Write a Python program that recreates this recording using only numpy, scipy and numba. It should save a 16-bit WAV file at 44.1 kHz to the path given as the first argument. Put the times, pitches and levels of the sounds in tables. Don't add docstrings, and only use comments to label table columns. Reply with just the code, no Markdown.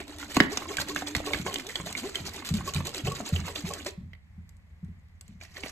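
import sys
import numpy as np
from scipy import signal
from scipy.fft import rfft, irfft, next_fast_len
from scipy.io import wavfile
from scipy.ndimage import uniform_filter1d
from numba import njit

SR = 44100
rng = np.random.default_rng(int(sys.argv[2]) if len(sys.argv) > 2 else 0)


def transcribe(u):
    v = np.clip(np.atleast_2d(u).T, -1, 1)
    q = np.round(v * 32767).astype(np.int16)
    wavfile.write(sys.argv[1], SR, q)


N = 251811
TIME = np.arange(N) / SR

# time in seconds, spray level in dB and rise in seconds of the
SHAKES = [(0.083, -61, 0.012, 0.2, -44, 0.0092), (.32, -41, 0.022, 0.35, -34.5, 0.0073),
          (0.527, -45.5, 0.021, 0.5, -47.5, 0.003), (.714, -42.5, 0.034, 0.81, -33, 0.02),
          (0.893, -39, 0.019, 0.97, -36, 0.011), (1.074, -35, 0.01, 1.164, -36.5, 0.0082),
          (1.28, -38, 0.038, 1.337, -39.5, 0.019), (1.472, -42, 0.017, 1.7, -39.5, 0.012),
          (1.67, -53, 0.022, 1.76, -55, 0.01), (1.875, -42.5, 0.021, 1.99, -35, 0.022),
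          (2.061, -42.5, 0.034, 2.152, -37, 0.0073), (2.27, -37, 0.02, 2.34, -42.5, 0.0073),
          (2.476, -39, 0.027, 2.556, -42, 0.009), (2.685, -40.5, 0.033, 2.755, -36, 0.011),
          (2.867, -39.5, 0.017, 2.968, -41, 0.032), (3.072, -36.5, 0.021, 3.154, -41.5, 0.0068),
          (3.267, -37.5, 0.013, 3.36, -42.5, 0.033), (3.482, -40.5, 0.034, 3.563, -38, 0.012),
          (3.677, -41, 0.028, 3.72, -60, 0.014), (3.871, -37, 0.011, 3.93, -82, .014)]
# frequency in Hz, gain in dB.
STEREO_WIDTH = [(60, -14), (300, -4), (700, -2), (1200, -3), (2100, 5), (4500, 5.5), (6500, 1), (16000, 0)]


def undb(db):
    return 10 ** (np.asarray(db) / 20)


def unit(x):
    return x / np.sqrt(np.mean(x ** 2))


def curve(rows):
    return np.interp(TIME, *np.transpose(rows))


def across(rows, size, column=1):
    rows = np.array(rows, float)
    return np.interp(np.log(np.fft.rfftfreq(size, 1 / SR) + 1), np.log(rows[:, 0]), rows[:, column])


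def colour(x, rows, size=4096):
    cepstrum = irfft(np.log(undb(across(rows, size))))
    cepstrum[1:size // 2] *= 2
    cepstrum[size // 2 + 1:] = 0
    return signal.fftconvolve(x, irfft(np.exp(rfft(cepstrum))))[:len(x)]


def add(track, s, sound):
    start = max(int(s * SR), 0)
    track[start:start + len(sound)] += sound[:max(N - start, 0)]


def fade(t, t60):
    return np.exp(-np.log(1000) * t / t60)


def wander(size):
    return unit(uniform_filter1d(uniform_filter1d(rng.standard_normal(N), size), size))


def ring(hz, t60, rise, glide=0., size=8192):
    t = TIME[:size]
    envelope = fade(t, t60) * (1 - np.exp(-t / rise))
    bend = 1 + glide * np.minimum(t / t60, 2) / 2
    return envelope / envelope.max() * np.sin(2 * np.pi * hz * t * bend)


def burst(rows, t60, size=8192):
    x = colour(rng.standard_normal(size) * fade(TIME[:size], t60), rows)
    return x / np.abs(x).max()


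@njit
def resonate(x, hz, width_hz):
    y, band_state, low_state = np.empty(len(x)), 0., 0.
    for i in range(len(x)):
        tuning, damping = np.tan(np.pi * hz[i] / SR), width_hz / hz[i]
        band = (band_state + tuning * (x[i] - low_state)) / (1 + tuning * (tuning + damping))
        band_state = 2 * band - band_state
        low_state += 2 * tuning * band
        y[i] = damping * band
    return y


def hollow(hz, width_hz, size=2048):
    hz = np.full(N, hz, dtype=float)
    x = resonate(resonate(rng.standard_normal(N), hz, width_hz), hz, width_hz)
    return x / np.sqrt(uniform_filter1d(x ** 2, size) + 1e-18)


def hum():
    # frequency in Hz, level in dB.
    spectrum = [(20, -17), (50, -2), (85, 3.5), (120, -9.5), (190, -10), (270, -27.5), (400, -34.5),
                (700, -32.5), (1100, -33), (1400, -36), (2050, -30.5), (2800, -44), (5300, -50.5),
                (13000, -54)]
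    mid, side = (undb(-53 + wander(size=3000)) * unit(colour(rng.standard_normal(N), spectrum))
                 for _ in range(2))
    side = undb(-1) * colour(side, STEREO_WIDTH)
    note = undb(-59) * hollow(84.3, width_hz=13., size=8192)
    return mid + note + np.array([side, -side])


def basin(x, t60, count=5):
    # frequency in Hz, gain in dB.
    reflectance = [(150, -12), (400, -8), (800, -1.5), (1600, -2.5), (5000, -3), (14000, 1)]
    t = TIME[:4096]
    shares = np.array([wander(size=1500) for _ in range(count)])
    shares /= np.sqrt(np.sum(shares ** 2, axis=0))
    out = np.zeros(N)
    for share in shares:
        echoes = rng.standard_normal(len(t)) * fade(t, t60) * (t > .0015)
        out += signal.fftconvolve(x * share, colour(echoes, reflectance))[:N]
    return out


def kitchen(x, t60, treble_t60, room_db, basin_db, basin_t60, size=22000):
    t = TIME[:size]
    body = [(100, -1.5), (450, 1), (2500, -5.5), (6000, -14.5), (15000, -10)]
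    treble = [(1500, -27), (6000, -9), (15000, -.5)]
    reflections = []
    for _ in range(2):
        low = colour(rng.standard_normal(size), body) * fade(t, t60)
        high = colour(rng.standard_normal(size), treble) * fade(t, treble_t60)
        room = signal.fftconvolve(x, (low + high) * (t > .006))[:N]
        reflections.append(undb(room_db) * room + undb(basin_db) * basin(x, basin_t60))
    side = colour(reflections[1], STEREO_WIDTH)
    return x + reflections[0] + np.array([side, -side])


def microphone_pair(pair):
    # frequency in Hz, gain in dB, delay in milliseconds.
    differences = [(100, .4, 0), (400, -.6, 0), (860, 1.5, -.09), (1400, 3.2, 0), (2100, 7.5, .06),
                   (3200, 6.5, .12), (4000, 1.5, .08), (5000, 1.5, .11), (6000, 0, .153), (16000, 0, .153)]
    size = next_fast_len(N + 512)
    gain = undb(across(differences, size) / 2)
    lag_s = across(differences, size, column=2) / 1000
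    delay = np.exp(-2j * np.pi * np.fft.rfftfreq(size, 1 / SR) * lag_s)
    return irfft(rfft(pair, size) * np.array([1 / gain, gain * delay]), size)[:, :N]


def sink_bumps(size=12000):
    # start in seconds, boom level in dB, boom pitch in Hz, shudder level in dB,
    # shudder decay time in seconds, level of the lowest mode in dB.
    bumps = [(.783, -45, 72, -49, 0.4, -58), (1.16, -28, 66, -32, 0.022, -46),
             (1.352, -31, 66, -41, 0.024, -52), (1.394, -30, 190, -40.5, 0.09, -44),
             (1.797, -37, 163, -41.5, 0.071, -61), (2.202, -33.5, 139, -40.5, .066, -42),
             (2.507, -22, 165.5, -28.5, 0.064, -31), (2.538, -24.5, 201.5, -33.5, 0.06, -28.5),
             (2.755, -22, 149, -29, 0.056, -27), (3.037, -24.5, 123, -32.5, 0.051, -36),
             (3.08, -27, 145, -38, 0.067, -48), (3.324, -19, 171.6, -29.5, 0.031, -22),
             (3.385, -32, 166.4, -35.5, 0.054, -38), (3.638, -29, 177, -36, 0.022, -38),
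             (3.976, -35, 168, -41, 0.058, -50.5), (4.029, -37, 110, -45, .044, -38),
             (4.379, -43, 176, -45.5, 0.044, -44), (4.829, -32.5, 165.7, -40, 0.03, -40),
             (4.884, -42, 196, -45, 0.037, -41), (5.284, -51.5, 169.8, -47, 0.088, -50)]
    # frequency in Hz, level in dB.
    shudder_spectrum = [(12, -35), (30, -4), (55, -2.5), (85, 3), (115, 0.5), (150, 4), (220, 1),
                        (290, -17.5), (400, -24.5), (800, -62.5)]
    out, t = np.zeros(N), TIME[:size]
    for s, boom_db, hz, shudder_db, fall, deep_db in bumps:
        shudder = colour(rng.standard_normal(size) * np.exp(-t / fall), shudder_spectrum)
        onset_rms = np.sqrt(np.sum(shudder ** 2) / (fall * SR / 2))
        add(out, s, undb(shudder_db) * shudder / onset_rms)
        add(out, s, undb(boom_db) * ring(hz, t60=.06, rise=.014, glide=-.1))
        add(out, s, undb(deep_db) * ring(hz=85, t60=.21, rise=.011, size=16384))
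    return out


def glass():
    # frequency in Hz, level in dB, t60 in seconds.
    modes = [(479.2, -28, 0.043), (540.6, -32.5, .16), (612, -31, 0.099), (741, -28.5, 0.16),
             (974, -34, 0.072), (1118, -27.5, 0.15), (1493, -29, .13), (1670, -30, 0.043), (1900, -31, .08),
             (1986, -26.5, 0.13), (2480, -34.5, .1), (2930, -30, 0.17), (3840, -42, .1)]
    return sum(undb(db) * ring(hz * (1 + .0084 * rng.standard_normal()), t60, rise=.00012)
               for hz, db, t60 in modes)


def nails():
    # start in seconds, level in dB.
    ticks = [(4.4921, -42), (4.568, -50), (4.8466, -52.5), (5.2107, -31), (5.28, -42)]
    # frequency in Hz, level in dB.
    spectrum = [(500, -8), (900, -8.5), (2000, 1.5), (2500, -7.5), (4000, 6), (5200, 2.5), (7800, 10),
                (12000, 0), (16000, -15)]
    out = np.zeros(N)
    for s, db in ticks:
        add(out, s, undb(db) * (burst(spectrum, t60=.0069) + undb(-9) * glass()))
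    return out


def knocks_and_pops(ordinary_db=-20, ring_db_per_db=.12):
    # start in seconds, level in dB, pitch in Hz, softness as a rise time in seconds,
    # relative thud level in dB. The rows at 0.7836 and 1.345 seconds are bubbles.
    events = [(0.3674, -9, 960, 0.00014, -1), (0.4022, -5.5, 1788, 0.00024, -1.5),
              (0.573, -17, 6440, 0.000066, -13.5), (.770, -21.5, 2150, 0.00016, -17.5),
              (0.7836, -22, 1597, 0.0034, -9), (.961, -20.5, 1620, 0.0013, -9),
              (1.0205, -30, 1460, 0.0005, -19.5), (1.071, -32, 3420, 0.0013, -37),
              (1.1499, -18, 1960, 0.00042, -8), (1.334, -15.5, 2260, 0.00099, -13),
              (1.345, -23, 1720, 0.0013, -32.5), (1.542, -24, 7370, 0.000085, -16),
              (1.5582, -21, 3113, 0.00042, -12), (1.597, -30, 2090, 0.00044, -24),
              (1.7562, -20, 3390, 0.00041, -36), (1.951, -26, 2230, 0.0012, -12),
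              (2.1555, -24, 3196, 0.0011, -19), (2.5397, -30.5, 5170, 0.00019, -25),
              (2.737, -31, 2860, 0.00028, -37.5), (2.760, -32, 2440, 0.0017, -7),
              (2.946, -25.5, 3320, 0.00016, -28), (3.361, -25, 2950, 0.001, -23.5),
              (3.559, -25.5, 3420, 0.00026, -21.5), (3.7367, -29, 3820, 0.00021, -25),
              (4.1325, -43, 2080, 0.0015, -30.5), (4.15, -51.5, 2043, .0016, -30),
              (5.412, -38.5, 2287, 0.00049, -23), (5.568, -32, 1900, 0.001, -32),
              (5.6349, -26.5, 2270, 0.00033, -4)]
    # frequency in Hz, level in dB.
    crack_spectrum = [(100, -32), (400, 4.5), (1500, 0), (3500, 9.5), (4700, 6.5), (6200, -7),
                      (7500, -12.5), (10000, -10.5), (15000, -28)]
    out = np.zeros(N)
    for s, db, hz, soft, thud_db in events:
        crack = undb(.5) / (1 + soft / .0021) * burst(crack_spectrum, t60=.013)
        smack_spectrum = [(hz / 4, -22), (hz * .65, -8), (hz, 0), (hz * 1.4, -10), (hz * 3, -28)]
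        smack = undb(-4) * burst(smack_spectrum, t60=.018)
        ping = undb(.5) * ring(hz, t60=.005 + 5 * soft, rise=soft, glide=-.08)
        jar = undb(ring_db_per_db * (db - ordinary_db)) * glass()
        thud = (undb(-2) * ring(330, t60=.025, rise=.0035, glide=-1.)
                + undb(-7) * ring(600, t60=.011, rise=.0013, glide=-.5)
                + undb(-13) * ring(150, t60=.03, rise=.004))
        cavity = undb(-27) * (ring(270, t60=.3, rise=.004) + ring(400, t60=.12, rise=.004))
        add(out, s, undb(db) * (ping + crack + smack + jar))
        add(out, s + .0024, undb(db + thud_db) * (thud + cavity))
    return out


def droplets(per_s, spread_db, clump_db):
    # frequency in Hz, level in dB.
    spectrum = [(300, -17.5), (1000, -5), (2000, -5.5), (3200, -1.5), (4000, 3.5), (5000, 0), (5900, -5.5),
                (7300, -1.5), (8300, -3.5), (9700, -11), (13000, -9.5), (15500, -34)]
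    hits = (rng.random(N) < per_s / SR) * rng.standard_normal(N)
    sizes = undb(spread_db * np.minimum(rng.exponential(size=N), 4))
    clumps = undb(clump_db * unit(uniform_filter1d(rng.standard_normal(N), 130)))
    return unit(colour(hits * sizes * clumps, spectrum))


def bubbles(low_hz, high_hz, cycles, spread_db, glide, count):
    out = np.zeros(N)
    for when, note, loud, life in rng.random((count, 4)):
        hz = low_hz * (high_hz / low_hz) ** note
        size_db = -spread_db * np.log(loud + .05)
        ping = ring(hz, t60=cycles * (.5 + life) / hz, rise=.00013, glide=glide, size=1536)
        add(out, when * N / SR, undb(size_db) * ping)
    return unit(out)


def clouds(x, patchy_db, count=12, size=2 ** 18):
    place = across([(1000, 0), (14000, count - 1)], size)
    spectrum = rfft(x, size)
    bands = (irfft(spectrum * np.maximum(1 - np.abs(place - k), 0))[:N] for k in range(count))
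    return sum(band * unit(undb(patchy_db * wander(size=420))) for band in bands)


def slide():
    # time in seconds, level in dB.
    levels = [(5.2, -100), (5.29, -64), (5.39, -83), (5.415, -51), (5.44, -51.5), (5.48, -61.5),
              (5.53, -61), (5.57, -43.5), (5.625, -54.5), (5.64, -41.5), (5.67, -43.5), (5.71, -49.5)]
    # frequency in Hz, level in dB.
    spectrum = [(150, -26), (330, -7.5), (490, -19), (660, -6), (880, -15), (1120, -9.5), (1400, -16),
                (1650, -8.5), (1870, -4), (2200, -7), (3400, -15.5), (4200, -7.5), (5000, -11),
                (7200, -13.5), (13000, -25.5), (15500, -36)]
    grain = rng.standard_normal(N) * undb(3 * wander(size=110))
    stream = clouds(unit(colour(grain, spectrum)), patchy_db=3.5)
    crackle = bubbles(2200, 6000, cycles=4, spread_db=7, glide=.1, count=1400)
    return undb(curve(levels)) * (stream + undb(-7) * crackle)


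def slaps():
    # start in seconds, level in dB, pitch in Hz.
    landings = [(0.227, -28.5, 1390), (0.621, -28, 1056), (.655, -28.5, 1020), (.821, -29, 567),
                (1.022, -24, 714), (1.202, -26.5, 636), (1.306, -27, 564), (1.464, -19.5, 567),
                (1.799, -26, 1050), (1.87, -26, 684), (2.422, -30.5, 1066), (2.607, -29, 1076),
                (2.804, -27.5, 1115), (3.073, -41, 580), (3.203, -24.5, 683), (3.479, -29.5, 960),
                (3.862, -29.5, 573), (5.578, -39, 635), (5.661, -33, 643)]
    out = np.zeros(N)
    for s, db, hz in landings:
        spectrum = [(hz / 4, -18), (hz * .41, -3), (hz, 0), (hz * 2, -7), (hz * 5, -24), (16000, -55)]
        smack = undb(-3) * burst(spectrum, t60=.036)
        bubble = undb(-7.5) * ring(hz, t60=.04, rise=.00067, glide=.15)
        add(out, s, undb(db) * (smack + bubble))
    return out


def gulps(top_hz=1107.5):
    # start in seconds, level of the top note in dB, relative level of the low modes in dB.
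    closures = [(.53, -41, -9), (.704, -36, -10), (.901, -35.5, -18), (1.268, -34.5, -2.5),
                (1.309, -42.5, 7.5), (1.477, -34, -0.5), (2.674, -29, -11), (2.872, -44.5, 5.5),
                (3.07, -36.5, 7.5), (3.112, -31.5, -13), (3.29, -55, 14), (3.345, -56, 13), (3.485, -44, 5),
                (3.704, -35, 0.5), (3.858, -51, 9)]
    # frequency in Hz, level in dB, t60 in seconds.
    low_modes = [(455, -3.5, 0.23), (572, -4.5, 0.16), (744, -4, 0.061)]
    out = np.zeros(N)
    for s, db, low_db in closures:
        detune = 1 + .012 * rng.standard_normal()
        low = sum(undb(mode_db) * ring(hz * detune, t60, rise=.0029) for hz, mode_db, t60 in low_modes)
        top = ring(top_hz * detune, t60=.059, rise=.045, glide=-.04)
        add(out, s, undb(db) * (top + undb(low_db) * low))
    return out


def glugs(size=6000):
    # centre in seconds, level in dB, pitch in Hz, half length in seconds, glide as a share
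    swoops = [(.01, -38, 360, 0.0083, -7), (0.098, -44.5, 300, 0.019, 12),
              (0.496, -32.5, 281.6, 0.0074, 8.5), (0.531, -35, 407.6, 0.0098, 5),
              (0.701, -35.5, 389, 0.023, 8.5), (0.901, -36, 388, 0.019, 7.5),
              (1.283, -33.5, 418.3, 0.018, 4.5), (1.467, -31, 382, 0.011, 7.5),
              (1.56, -40.5, 325, 0.035, -6), (1.673, -44, 410, 0.039, 5.5),
              (1.986, -45.5, 248.6, 0.039, -4), (2.038, -30.5, 251.2, 0.0093, 8),
              (2.06, -32.5, 387.3, 0.02, 7.5), (2.179, -48, 339.6, 0.026, -9.5),
              (2.273, -42.5, 348, 0.012, 16), (2.363, -44.5, 378, 0.017, -8.5),
              (2.686, -44.5, 391.5, 0.014, 5.5), (2.865, -37, 361.4, 0.011, 14),
              (2.986, -42.5, 312, 0.038, -9), (3.085, -35, 400.4, 0.021, 7),
              (3.211, -35, 243.2, 0.021, -11.5), (3.276, -44, 315, 0.015, 18),
              (3.582, -42, 324.3, 0.02, -9.5), (3.69, -39.5, 402, 0.017, 9), (3.873, -35.5, 350, 0.018, 11),
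              (5.604, -49.5, 388, 0.039, 2.5)]
    out, t = np.zeros(N), TIME[:size] - TIME[size // 2]
    waver, flutter = wander(size=110), wander(size=140)
    for s, db, hz, half, glide in swoops:
        here = slice(int(s * SR), int(s * SR) + size)
        shake, throb = np.resize(waver[here], size), np.resize(flutter[here], size)
        phase = 2 * np.pi * np.cumsum(hz * np.exp(glide * t + .035 * shake)) / SR
        note = np.sin(phase) * undb(1.5 * throb)
        gargle = np.sin(1.9 * phase) * undb(-14 + 3 * shake)
        glug = undb(db) * np.exp(-(t / half) ** 2) * (note + gargle)
        start = s + t[0]
        add(out, start, glug[max(int(-start * SR), 0):])
    return out


def snaps():
    # start in seconds, level in dB.
    drops = [(0.185, -28.5), (.2458, -33), (.368, -16.5), (0.529, -24), (0.5714, -25), (0.7692, -18.5),
             (0.886, -23), (0.948, -23), (.9615, -22), (1.1503, -19), (1.333, -26.5), (1.464, -27.5),
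             (1.5416, -18), (1.601, -39), (1.668, -24.5), (1.72, -35), (1.7551, -28), (1.9270, -23.5),
             (2.0324, -39), (2.1554, -24), (2.336, -44), (2.362, -26), (2.4899, -21), (2.5397, -25),
             (2.7375, -21.5), (2.8698, -18), (2.947, -26), (3.12, -24), (3.29, -24.5), (3.448, -41),
             (3.690, -26), (3.7366, -20.5), (3.8012, -43), (3.848, -33.5), (3.907, -38)]
    # frequency in Hz, level in dB.
    spectrum = [(600, -16), (2000, -5.5), (3800, 1.5), (5000, -2.5), (7200, 6), (9000, -2), (13000, -9.5),
                (16000, -14)]
    out = np.zeros(N)
    for s, db in drops:
        add(out, s, undb(db) * (burst(spectrum, t60=.007) + undb(-13.5) * burst(spectrum, t60=.049)))
    return out


def splashes(ordinary_db=-38, froth_db_per_db=.15, shorter_per_db=.17):
    forward, back = (.028, -43), (.033, -45.5)
    for shake in SHAKES:
        for (s, db, rise), (fall, bubble_db) in (shake[:3], forward), (shake[3:], back):
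            excess_db = db - ordinary_db
            froth_db = min(bubble_db + froth_db_per_db * excess_db, db + 4)
            yield s, db, froth_db, rise, fall * np.exp(-shorter_per_db * max(excess_db, 0))


def lulls(depth_db=-9, lead_s=.017, width_s=.019):
    dip = sum(np.exp(-((TIME - s + rise + lead_s) / width_s) ** 2) for s, _, _, rise, _ in splashes())
    return undb(depth_db * dip)


def flow():
    # time in seconds, level in dB.
    churn_levels = [(0, -43), (.04, -54), (.17, -49), (.3, -46), (1.5, -45.5), (3.1, -46.5), (3.88, -47),
                    (3.94, -79), (4.2, -86.5), (5.71, -82)]
    churn = undb(curve(churn_levels)) * lulls()
    spray_power, froth_power = (undb(1.5) * churn) ** 2, (undb(4) * churn) ** 2
    for s, spray_db, froth_db, rise, fall in splashes():
        breaking = (np.maximum(s - TIME, 0) / rise) ** 4
        draining = (np.maximum(TIME - s, 0) / fall) ** 1.25
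        swell = np.exp(-breaking - draining)
        spray_power += (swell * undb(spray_db)) ** 2
        froth_power += (swell * undb(froth_db)) ** 2
    return np.sqrt(spray_power), np.sqrt(froth_power)


def squeeze(lead_s=.034, longest_s=.22, skew=.7):
    starts = np.array(SHAKES)[:, 0] - lead_s
    lengths = np.minimum(np.diff(starts, append=np.inf), longest_s)
    out = np.zeros(N)
    for s, length in zip(starts, lengths):
        depth = 1 + .08 * rng.standard_normal()
        add(out, s, depth * np.sin(np.pi * np.linspace(0, 1, int(length * SR)) ** skew))
    return out


def air_pocket(drive, slack_hz=218.6, squeezed_hz=452, choke=.77):
    compression = squeeze()
    pitch = slack_hz + (squeezed_hz - slack_hz) * compression
    wavering_hz = pitch * (1 + .02 * wander(size=300))
    tone = unit(np.sin(2 * np.pi * np.cumsum(wavering_hz) / SR) * undb(2.4 * wander(size=500)))
    turbulence = undb(-8) * hollow(pitch, width_hz=110.)
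    openness = 1 - choke * np.minimum(compression, 1) ** 4
    overtone = undb(-20) * hollow(1.6 * pitch, width_hz=160.)
    return drive * (undb(-5) * openness * unit(tone + turbulence) + overtone)


def water():
    # time in seconds, level in dB.
    ring_levels = [(0, -54), (.76, -52.5), (.93, -41.5), (1.2, -45.5), (1.36, -46), (1.7, -110)]
    spray, froth = flow()
    hiss = undb(-3.5) * droplets(per_s=8000, spread_db=2.8, clump_db=2.6)
    foam = undb(-9) * bubbles(6000, 8300, cycles=45, spread_db=4, glide=.02, count=2600)
    fizz = undb(-7.5) * bubbles(1770, 3700, cycles=16, spread_db=3.5, glide=.12, count=2000)
    crackle = undb(-12.5) * bubbles(1280, 4000, cycles=1.6, spread_db=6.5, glide=.1, count=1200)
    spatter = undb(-8) * droplets(per_s=280, spread_db=3.8, clump_db=2)
    splash = spray * (clouds(hiss + foam + fizz + crackle, patchy_db=3.3) + spatter)
    gurgle = undb(-8) * froth * bubbles(560, 2300, cycles=20, spread_db=3, glide=.15, count=2200)
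    drive = uniform_filter1d(froth, size=3400) * np.sqrt(lulls())
    swirl = undb(-9.5) * drive * hollow(260, width_hz=240.)
    low_ring = undb(curve(ring_levels)) * hollow(294, width_hz=12.)
    return splash + gurgle + air_pocket(drive) + swirl + low_ring


def scene():
    direct = water() + snaps() + glugs() + slaps() + gulps() + slide()
    direct += knocks_and_pops() + nails() + sink_bumps()
    room = kitchen(direct, t60=.37, treble_t60=.23, room_db=-40.5, basin_db=-23.5, basin_t60=.023)
    return microphone_pair(room) + hum()


def record(dry):
    # frequency in Hz, gain in dB.
    response = [(4000, 0), (8700, 0.5), (9250, -3.5), (9650, -17), (10100, -13.5), (10600, 1.5),
                (13600, -1.5), (14600, -8.5), (16000, -16)]
    ceiling, top_hz = .88, 15500
    heard = np.array([colour(channel, response) for channel in dry])
    rounded = heard / (1 + (heard / ceiling) ** 4) ** .25
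    return signal.sosfilt(signal.ellip(8, .2, 70, top_hz, fs=SR, output="sos"), rounded)


dry = scene()
out = record(dry)
transcribe(out)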